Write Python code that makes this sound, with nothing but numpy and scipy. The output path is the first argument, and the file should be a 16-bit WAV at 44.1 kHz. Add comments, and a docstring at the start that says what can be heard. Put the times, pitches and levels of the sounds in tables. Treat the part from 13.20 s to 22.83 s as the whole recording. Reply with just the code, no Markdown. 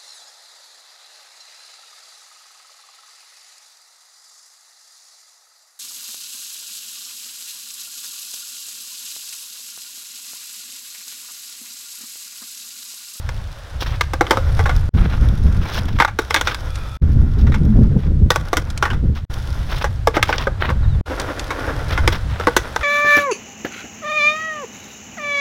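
"""On an open asphalt court, a skateboarder tries five kickflips, with short dips in level between attempts.
The board's blows ring the wood; its wheels are a drumming and a hiss, with grit ticks and a spinning bearing.
Shoes and deck scrape, small stones snap and a far bird whistles once, with a faint echo from the court.
Hedges rustle as shaped noise. Gusts buffet the single microphone, which overloads on the hardest blows."""
import sys
import numpy as np
from scipy import signal
from scipy.fft import rfft, irfft, next_fast_len
from scipy.io import wavfile
from scipy.ndimage import map_coordinates

SR = 44100
rng = np.random.default_rng(int(sys.argv[2]) if len(sys.argv) > 2 else 0)


def unload_audio(sound):
    """Save the sound as a 16-bit wav file, at the path given as the first command line argument."""
    columns = np.transpose(np.atleast_2d(sound))
    # keep every value between -1 and 1, then stretch to whole-number steps
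    steps = np.round(np.clip(columns, -1, 1) * 32767)
    wavfile.write(sys.argv[1], SR, steps.astype(np.int16))


N = 424683  # length in samples

# A tip or edge of the board clacks on the asphalt. Each row: time in seconds, level in dB,
# ring centre in Hz, wooden knock in dB, hard crack in dB (knock and crack are relative).
CLACKS = [(0.089, -21, 1490, -12, -9.5), (0.809, -4.5, 1950, -16.5, -11), (1.066, -19.5, 2500, -20, -23),
          (2.82, -2.5, 1610, -27, -24), (2.847, -3.5, 1230, -46, -17.5), (3.106, -9, 1860, -12.5, -13.5),
          (3.142, -4.5, 1460, -22, -6.5), (3.21, -12, 1340, -12, -5), (3.344, -20.5, 1400, -26, -2),
          (5.103, -3.5, 930, -35, -5.5), (5.158, -8, 790, -15, -8), (6.871, 0, 814, -7, -16.5),
          (7.026, -2.5, 1900, -16.5, -7.5), (7.126, -6.5, 2270, -31, -34), (7.18, -14, 3700, -12, -39),
          (8.875, -4, 1700, -5, -9), (9.56, -7.5, 1050, -37, -14.5)]
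CLACK_T60 = 0.026  # seconds for the chatter to fall 60 dB
# The board slaps down flat. Each row: time in seconds, level in dB, hard crack in relative dB.
SLAPS = [(0.933, -15.5, -8.5), (1.008, -4, -15), (1.107, -4, -6), (1.17, -11.5, -13.5), (2.987, -9, -9),
         (5.329, -9, -10.5), (5.368, -12.5, -1), (6.966, -6.5, -17.5), (7.09, -10, -23), (7.269, -9, -23.5),
         (9.197, -17, -11), (9.269, -3, -16.5), (9.364, -5.5, -1.5)]
SLAP_KNOCK_DB, SLAP_T60, SLAP_HZ = -2, 0.047, 1245  # relative dB, seconds, ring centre in Hz
# Wheels and trucks judder over the ground. Each row: time in seconds, level in dB, ring centre in Hz.
JUDDERS = [(1.127, -10, 765), (1.391, -9, 900), (1.456, -8.5, 1170), (1.492, -9.5, 1260),
           (2.786, -13, 1960), (2.799, 2, 1510), (2.876, -16.5, 1570), (3.16, -5, 2020), (3.271, -5, 2220),
           (3.309, -18, 1800), (4.267, -21.5, 1600), (4.319, -20, 1800), (4.341, -15, 1700),
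           (5.624, -2.5, 1370), (5.652, -8.5, 1500), (5.701, -14.5, 1560), (5.73, -20, 1590),
           (6.641, -7.5, 1060), (7.499, -12, 915), (8.304, -10.5, 1430), (8.775, -8, 1340),
           (9.608, -17, 1480)]
JUDDER_KNOCK_DB, JUDDER_CRACK_DB, JUDDER_T60 = -16.5, -18.5, 0.081  # relative dB twice, seconds


def contacts():
    """List every blow as (seconds, level dB, knock dB, crack dB, chatter t60 seconds, ring centre Hz)."""
    clacks = [(s, db, knock, crack, CLACK_T60, hz) for s, db, hz, knock, crack in CLACKS]
    slaps = [(s, db, SLAP_KNOCK_DB, crack, SLAP_T60, SLAP_HZ) for s, db, crack in SLAPS]
    judders = [(s, db, JUDDER_KNOCK_DB, JUDDER_CRACK_DB, JUDDER_T60, hz) for s, db, hz in JUDDERS]
    return clacks + slaps + judders


# Ringing tones of the maple deck and metal trucks. Each row: pitch in Hz, width in Hz, relative level in dB.
DECK_MODES = [(340, 45, 1), (500, 55, 2), (870, 85, 0), (1170, 85, 1), (1500, 95, 3), (2030, 120, 0),
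              (3450, 280, -3), (5450, 650, -8)]
# The broad slap of wood on asphalt. Each row: frequency in Hz, relative level in dB.
CONTACT = [(200, -1), (1600, 3), (5800, -5), (7500, -14), (15500, -22)]


def deck(force, scatter_db, detune, slap):
    """A broad slap plus the board's modes, whose strengths and pitches shift with contact point and load."""
    chance = rng.standard_normal((len(DECK_MODES), 2))
    modes = []
    for (hz, width, db), (louder, sharper) in zip(DECK_MODES, chance):
        modes.append((hz * (1 + detune * sharper), width, db + scatter_db * louder))
    return filtered(force, lambda f: resonances(modes, f) + slap * amp(along(CONTACT, f)))


def blows(body_db=-9, knock_db=-6, crack_db=-5, spike=7, bite=0.0021, rattle_db=-22, rattle_t60=0.23):
    """Each blow builds to a hard contact in bite seconds, chatters briefly and leaves the trucks rattling."""
    out, t = np.zeros(N + SR), np.arange(SR // 4) / SR

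    def sized(x):
        """Give every blow the same energy."""
        return x / np.sqrt(np.sum(x ** 2) / (SR * 0.012))

    for s, db, knock, crack, t60, centre_hz in contacts():
        chatter = np.minimum(t / bite, 1) ** 2 * amp(-60 * np.maximum(t - bite, 0) / t60)
        # loose washers and wheels rattle in uneven clumps
        clumps = amp(5 * map_coordinates(rng.standard_normal(100), [t * 200], mode="mirror"))
        rattle = clumps * amp(rattle_db - 60 * t / rattle_t60)
        force = rng.standard_normal(len(t)) * (chatter + rattle)
        force[round(bite * SR)] += spike  # the hard contact itself
        ring = deck(force, scatter_db=2.5, detune=0.055, slap=0.45)
        # flat wood knocks low, metal and edges crack high
        body = amp(body_db) * sized(band(ring, [centre_hz / 2.06, centre_hz * 1.41], "bandpass"))
        low = amp(knock + knock_db) * sized(band(ring, [200, 650], "bandpass"))
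        high = amp(crack + crack_db) * sized(band(ring, 1220, "highpass"))
        out[round(s * SR):][:len(t)] += amp(db) * (body - low - high)
    return out[:N]


# Wheels on the ground. Each row: start in seconds, end in seconds, drumming in dB, hiss in dB.
ROLLS = [(0, 0.797, -48, -50.5), (1.067, 1.57, -35, -42.5), (1.72, 2.623, -37, -44),
         (3.017, 3.783, -39, -43.5), (3.81, 4.857, -44, -53), (5.143, 5.71, -40, -49.5),
         (6.112, 6.63, -38, -42), (6.97, 7.804, -40.5, -66), (7.876, 8.904, -30.5, -41.5),
         (9.228, 9.63, -36, -44)]
# How fast the level falls through friction, rises at touchdown, and falls on leaving the ground.
SLOWING_DB_PER_S, TOUCH_DB_PER_S, LIFT_DB_PER_S = 3.5, 388, 89
# Ringing tones of the ridden board. Each row: pitch in Hz, width in Hz, relative level in dB.
WHEEL_MODES = [(297, 90, 2), (533, 80, 0), (907, 1200, 3), (1395, 100, 3.5)]
# Colour of the rolling hiss. 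Each row: frequency in Hz, relative level in dB per Hz.
GRIT = [(1200, -17), (2600, -2.5), (3480, 8), (4300, -1), (5500, 3.5), (7500, -11), (11000, -9),
        (15500, -15)]


def wheels(roll_db=0, grit_db=-2):
    """Wheels drum over the asphalt's grain, fading as they slow; grit and bearings hiss with scattered ticks."""
    t, roll, hiss = np.arange(N) / SR, 0, 0
    for start, end, drum_db, hiss_db in ROLLS:
        speed = swell(start, end, TOUCH_DB_PER_S, LIFT_DB_PER_S) * amp(-SLOWING_DB_PER_S * (t - start))
        roll = roll + amp(drum_db) * speed
        hiss = hiss + amp(hiss_db) * speed
    surface = wobble(28)
    bumps = grains(rate=2500, spread_db=4.5)
    drum = unit(filtered(bumps, lambda f: resonances(WHEEL_MODES, f) / (1 + (f / 2200) ** 4)))
    # fast rolling under the rider's weight fills out the low notes
    drum = drum + 30 * roll * band(drum, [230, 650], "bandpass")
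    crackle = rng.standard_normal(N) * (1 + 0.6 * bursts(rate=13, life=0.002))
    drumming = roll * amp(roll_db + 2.76 * surface) * drum
    hissing = hiss * amp(grit_db + 1.7 * surface) * coloured(crackle, GRIT)
    return drumming + hissing


# Colour of the grit ticks. Each row: frequency in Hz, relative level in dB per Hz.
SPECKS = [(600, -13), (1500, 21), (5500, 21.5), (7500, 7), (11000, 15.5), (15500, -7.5)]


def ticks(level_db=-8, rate=110, life=0.00091):
    """Specks of grit crack under the rolling wheels: noise in short random bursts, rate a second."""
    load = 0
    for start, end, _, hiss_db in ROLLS:
        load = load + amp(hiss_db) * swell(start, end, TOUCH_DB_PER_S, LIFT_DB_PER_S)
    return amp(level_db) * load * coloured(rng.standard_normal(N) * bursts(rate, life), SPECKS)


# A loose wheel spins on in the air: start in seconds, end in seconds, level in dB.
SPIN = (3.5, 3.76, -41.5)
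# The whirr of its bearing. Each row: pitch in Hz, width in Hz, relative level in dB.
BEARING_MODES = [(1306, 44, -2.5), (2430, 110, -14), (3430, 77, -11.5)]


def bearing():
    """A free wheel whirrs as noise through its bearing's resonances, fading as it runs down."""
    start, end, db = SPIN
    slowing = amp(-SLOWING_DB_PER_S * (np.arange(N) / SR - start))
    speed = swell(start, end, TOUCH_DB_PER_S, LIFT_DB_PER_S) * slowing
    whirr = unit(filtered(rng.standard_normal(N), lambda f: resonances(BEARING_MODES, f)))
    return amp(db) * speed * whirr


# Soles and deck scraping on asphalt and grip tape.
# Each row: start in seconds, length in seconds, level in dB, gritty rasp in dB relative to the rub.
SCRAPES = [(0.608, 0.076, -32.5, -1), (0.709, 0.05, -32, -10.5), (1.758, 0.1, -30, -28),
           (1.902, 0.065, -30, -12), (2.41, 0.085, -31, -10), (2.521, 0.069, -27.5, -5),
           (2.656, 0.23, -40, -7), (3.254, 0.069, -32.5, -3), (4.191, 0.026, -38, -4.5),
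           (4.796, 0.071, -41, -10), (5.957, 0.025, -37, -2.5), (6.498, 0.13, -33, -4),
           (6.948, 0.028, -26, -11), (7.043, 0.2, -30.5, -6.5), (7.41, 0.085, -22.5, -20.5),
           (8.705, 0.052, -24, -13), (8.924, 0.033, -31.5, -4.5), (9.101, 0.12, -33, -14)]
SCRAPE_ATTACK_DB_PER_S, SCRAPE_RELEASE_DB_PER_S = 1505, 636
# Colour of the rub. Each row: frequency in Hz, relative level in dB per Hz.
SOLE = [(250, 5), (1400, 9), (4000, -5), (5800, -34), (7500, -36), (15500, -32)]
# Colour of the grit rasping under it. Each row: frequency in Hz, relative level in dB per Hz.
RASP = [(1200, -19), (2600, -2), (3480, 4.5), (4300, -2.5), (5500, 0), (7500, -19.5), (15500, -16.5)]


def scrapes(level_db=-1, rasp_db=-1, uneven_db=3):
    """A sliding sole or deck presses unevenly, catching and slipping on many small points; grit rasps."""
    rub, rasp = 0, 0
    for s, length, db, grit_db in SCRAPES:
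        pressure = amp(db) * swell(s, s + length, SCRAPE_ATTACK_DB_PER_S, SCRAPE_RELEASE_DB_PER_S)
        rub = rub + pressure
        rasp = rasp + amp(grit_db) * pressure

    def slips():
        """Noise with many sudden catches."""
        return rng.standard_normal(N) * (0.9 + bursts(rate=150, life=0.003))

    rubbing = rub * coloured(slips(), SOLE)
    rasping = amp(rasp_db) * rasp * coloured(slips(), RASP)
    return amp(level_db + uneven_db * wobble(55)) * (rubbing + rasping)


# Small stones snapping under wheels and shoes. Each row: time in seconds, relative level in dB.
STONES = [(2.324, -26), (3.556, -17), (4.347, -21.5), (5.502, -16.5), (5.576, -11.5), (7.9986, -8.5),
          (8.195, -11)]


def stones(level_db=-5, t60=0.034):
    """A stone gives a short dry snap: noise that falls 60 dB in t60 seconds."""
    out, t = np.zeros(N + SR), np.arange(SR // 10) / SR
    for s, db in STONES:
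        out[round(s * SR):][:len(t)] += amp(db + level_db - 60 * t / t60) * rng.standard_normal(len(t))
    return band(out[:N], [1400, 6500], "bandpass")


# The bird's two falling notes. Each row: time in seconds, pitch in Hz, level in dB.
BIRD = [(7.61, 5000, -69), (7.645, 3730, -40), (7.67, 3670, -58), (7.69, 4050, -49), (7.76, 3430, -48)]


def bird():
    """A thin distant whistle: one sine gliding through the listed pitches and levels."""
    hz, db = curves(BIRD)
    t = np.arange(N) / SR
    singing = (t > BIRD[0][0]) * (t < BIRD[-1][0])
    return singing * amp(db) * np.sin(2 * np.pi * np.cumsum(hz) / SR)


# How long the court's echo lasts. Each row: frequency in Hz, time to fall 60 dB in seconds.
COURT = [(200, 0.07), (1500, 0.21), (12000, 0.11)]


def court(x):
    """Fence, shed and hedges scatter a thin tail back, 20 ms late: noise fading at its own pace per pitch."""
    hz, t, z = signal.stft(rng.standard_normal(SR // 2), SR, nperseg=256)
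    fading = amp(-60 * t / along(COURT, hz)[:, None])
    tail = signal.istft(z * fading, SR, nperseg=256)[1]
    late = np.pad(x, (round(0.02 * SR), 0))
    return signal.fftconvolve(late, tail / np.linalg.norm(tail))[:N]


# The air during each attempt.
# Each row: start in seconds, breeze on the microphone in dB, rustle of the hedges in dB (both relative).
ATTEMPTS = [(0, -42, -42.5), (1.72, -32, -50), (3.8, -25.5, -50), (6.08, -25.5, -44.5), (7.84, -31, -39)]


def air():
    """Breeze and rustle gains, steady through each attempt."""
    starts, *levels = np.transpose(ATTEMPTS)
    attempt = np.searchsorted(starts[1:], np.arange(N) / SR)
    return amp(levels)[:, attempt]


# Colour of the leaves. Each row: frequency in Hz, relative level in dB per Hz.
HEDGES = [(180, -23), (300, -10), (550, 4.5), (1000, -1), (1600, -0.5), (2280, -7.5), (3690, -7.5),
          (15500, -30)]


def hedges(level_db=-1):
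    """Leaves around the court rustle evenly, as steady shaped noise."""
    return amp(level_db) * air()[1] * coloured(rng.standard_normal(N), HEDGES)


# Gusts on the microphone.
# Each row: start in seconds, end in seconds, rumble in dB, flutter in dB (both relative).
GUSTS = [(0, 0.264, -26, -43.5), (0.646, 1.026, -23, -44), (1.31, 1.7, -16.5, -36),
         (1.74, 1.878, -15.5, -24), (1.997, 2.42, -14, -25), (2.634, 2.782, -19.5, -28.5),
         (3.49, 3.783, -24.5, -48), (3.817, 4.41, -14, -24.5), (4.45, 4.76, -14.5, -22),
         (4.77, 5.052, -16.5, -25), (5.85, 5.892, -14.5, -23.5), (6.1, 6.892, -22, -39),
         (7.502, 7.662, -19, -31), (7.712, 7.83, -13.5, -32), (8.673, 9.107, -19.5, -35.5)]
GUST_RISE_DB_PER_S, GUST_FALL_DB_PER_S = 50, 143
BREEZE_FLUTTER_DB = -13  # relative to the breeze's rumble
# Colour of the low rumble. Each row: frequency in Hz, relative level in dB per Hz.
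RUMBLE = [(12, -3.5), (35, 0.5), (70, 1.5), (110, -3.5), (155, -14.5), (260, -77), (500, -93)]
# Colour of the higher flutter. Each row: frequency in Hz, relative level in dB per Hz.
FLUTTER = [(50, -52), (125, 4.5), (200, -1.5), (290, -12), (450, -19), (1500, -77)]
# The strongest gust hums across the port: start in seconds, end in seconds.
HUM = (4.53, 4.66)


def wind(rumble_db=1.5, flutter_db=0, hum_db=-17, hum_hz=213):
    """Eddies of breeze and gusts thump on the microphone and flutter higher; the strongest gust also hums."""
    rumble = air()[0]
    flutter = amp(BREEZE_FLUTTER_DB) * rumble
    for start, end, low_db, high_db in GUSTS:
        gust = swell(start, end, GUST_RISE_DB_PER_S, GUST_FALL_DB_PER_S)
        rumble = np.maximum(rumble, amp(low_db) * gust)
        flutter = np.maximum(flutter, amp(high_db) * gust)
    eddies = wobble(16)
    low = rumble * amp(rumble_db + 2.0 * eddies) * coloured(rng.standard_normal(N), RUMBLE)
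    uneven = amp(flutter_db + 2.0 * eddies + 2.67 * wobble(45))
    high = flutter * uneven * coloured(rng.standard_normal(N), FLUTTER)
    tone = unit(band(rng.standard_normal(N), [hum_hz - 10, hum_hz + 10], "bandpass"))
    hum = swell(*HUM, GUST_RISE_DB_PER_S, GUST_FALL_DB_PER_S) * tone
    # pressure grows faster than speed, so the strongest eddies splutter higher up
    splutter = 2.63 * high * np.abs(high)
    return low + high + splutter + amp(hum_db) * hum


# Moments between one attempt and the next, in seconds.
JOINS = [1.72, 3.8, 6.08, 7.84]


def swell(start, end, rise_db_per_s, fall_db_per_s):
    """Attack, hold and release, kept within the attempt in which the sound happens."""
    edges = np.round(np.r_[0, np.array(JOINS) * SR, N]).astype(int)
    attempt = np.searchsorted(JOINS, (start + end) / 2)
    span = np.arange(edges[attempt], edges[attempt + 1])
    t, gain = span / SR, np.zeros(N)
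    rise = -rise_db_per_s * np.maximum(start - t, 0)
    fall = -fall_db_per_s * np.maximum(t - end, 0)
    gain[span] = amp(rise + fall)
    return gain


def resonances(modes, f):
    """Causal response at frequencies f of modes given as (Hz, width Hz, dB)."""
    return sum(amp(db) * 1j * f * w / (c * c - f * f + 1j * f * w) for c, w, db in modes)


def grains(rate, spread_db):
    """Tiny contacts of uneven size, about rate a second, at rms 1."""
    hits = (rng.random(N) < rate / SR) * rng.choice([-1, 1], N)
    sizes = amp(spread_db * np.clip(rng.standard_normal(N), -2, 2))
    return unit(hits * sizes)


def bursts(rate, life):
    """An envelope of rms 1: sudden catches at random moments, each falling to about a third in life seconds."""
    catches = np.abs(grains(rate, spread_db=5))
    return unit(signal.lfilter([1], [1, -np.exp(-1 / (life * SR))], catches))


def wobble(rate):
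    """A smooth random curve, rate knots a second."""
    return map_coordinates(rng.standard_normal(int(N * rate / SR) + 4), [np.arange(N) * rate / SR])


def curves(rows):
    """One value per sample for each column after the time."""
    s, *cols = np.transpose(rows)
    return [np.interp(np.arange(N) / SR, s, c) for c in cols]


def coloured(x, spectrum):
    """x shaped by the given (Hz, dB) spectrum, at rms 1."""
    return unit(filtered(x, lambda hz: amp(along(spectrum, hz))))


def filtered(x, response):
    """x times a response of frequency, with padding so that tails do not wrap round."""
    m = next_fast_len(len(x) + 8192)
    return irfft(rfft(x, m) * response(np.fft.rfftfreq(m, 1 / SR)), m)[:len(x)]


def band(x, edge_hz, kind):
    """A causal second-order Butterworth filter design."""
    return signal.sosfilt(signal.butter(2, edge_hz, kind, fs=SR, output="sos"), x)


def along(points, hz):
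    """Read (Hz, value) points at the given frequencies, on a log axis."""
    f, v = np.transpose(points)
    return np.interp(np.log(hz + 1), np.log(f + 1), v)


def unit(x):
    """Scale to rms 1."""
    return x / np.sqrt(np.mean(x ** 2) + 1e-20)


def amp(db):
    """Decibels to gain."""
    return 10 ** (np.asarray(db) / 20)


def scene():
    """Board, shoes, stones and bird with the court's echo, then hedges and wind at the microphone."""
    sounds = blows() + wheels() + ticks() + bearing() + scrapes() + stones() + bird()
    return (sounds + amp(-25.0) * court(sounds) + hedges() + wind())[None]


TOP_HZ = 15900  # nothing is heard above this


def record(dry, fade_db=-42):
    """The level dips between attempts, loud peaks are rounded off by overload, and the treble ends steeply."""
    t = np.arange(N) / SR
    dip = sum(np.interp(t - s, [-0.029, -0.027, 0.012, 0.021], [0, 1, 1, 0]) for s in JOINS)
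    x = dry[0] * amp(fade_db * dip)
    x = x / (1 + np.abs(x) ** 8) ** (1 / 8)  # overload: bends smoothly towards full scale
    return filtered(x, lambda hz: hz < TOP_HZ)[None]


dry = scene()
out = record(dry)
unload_audio(out)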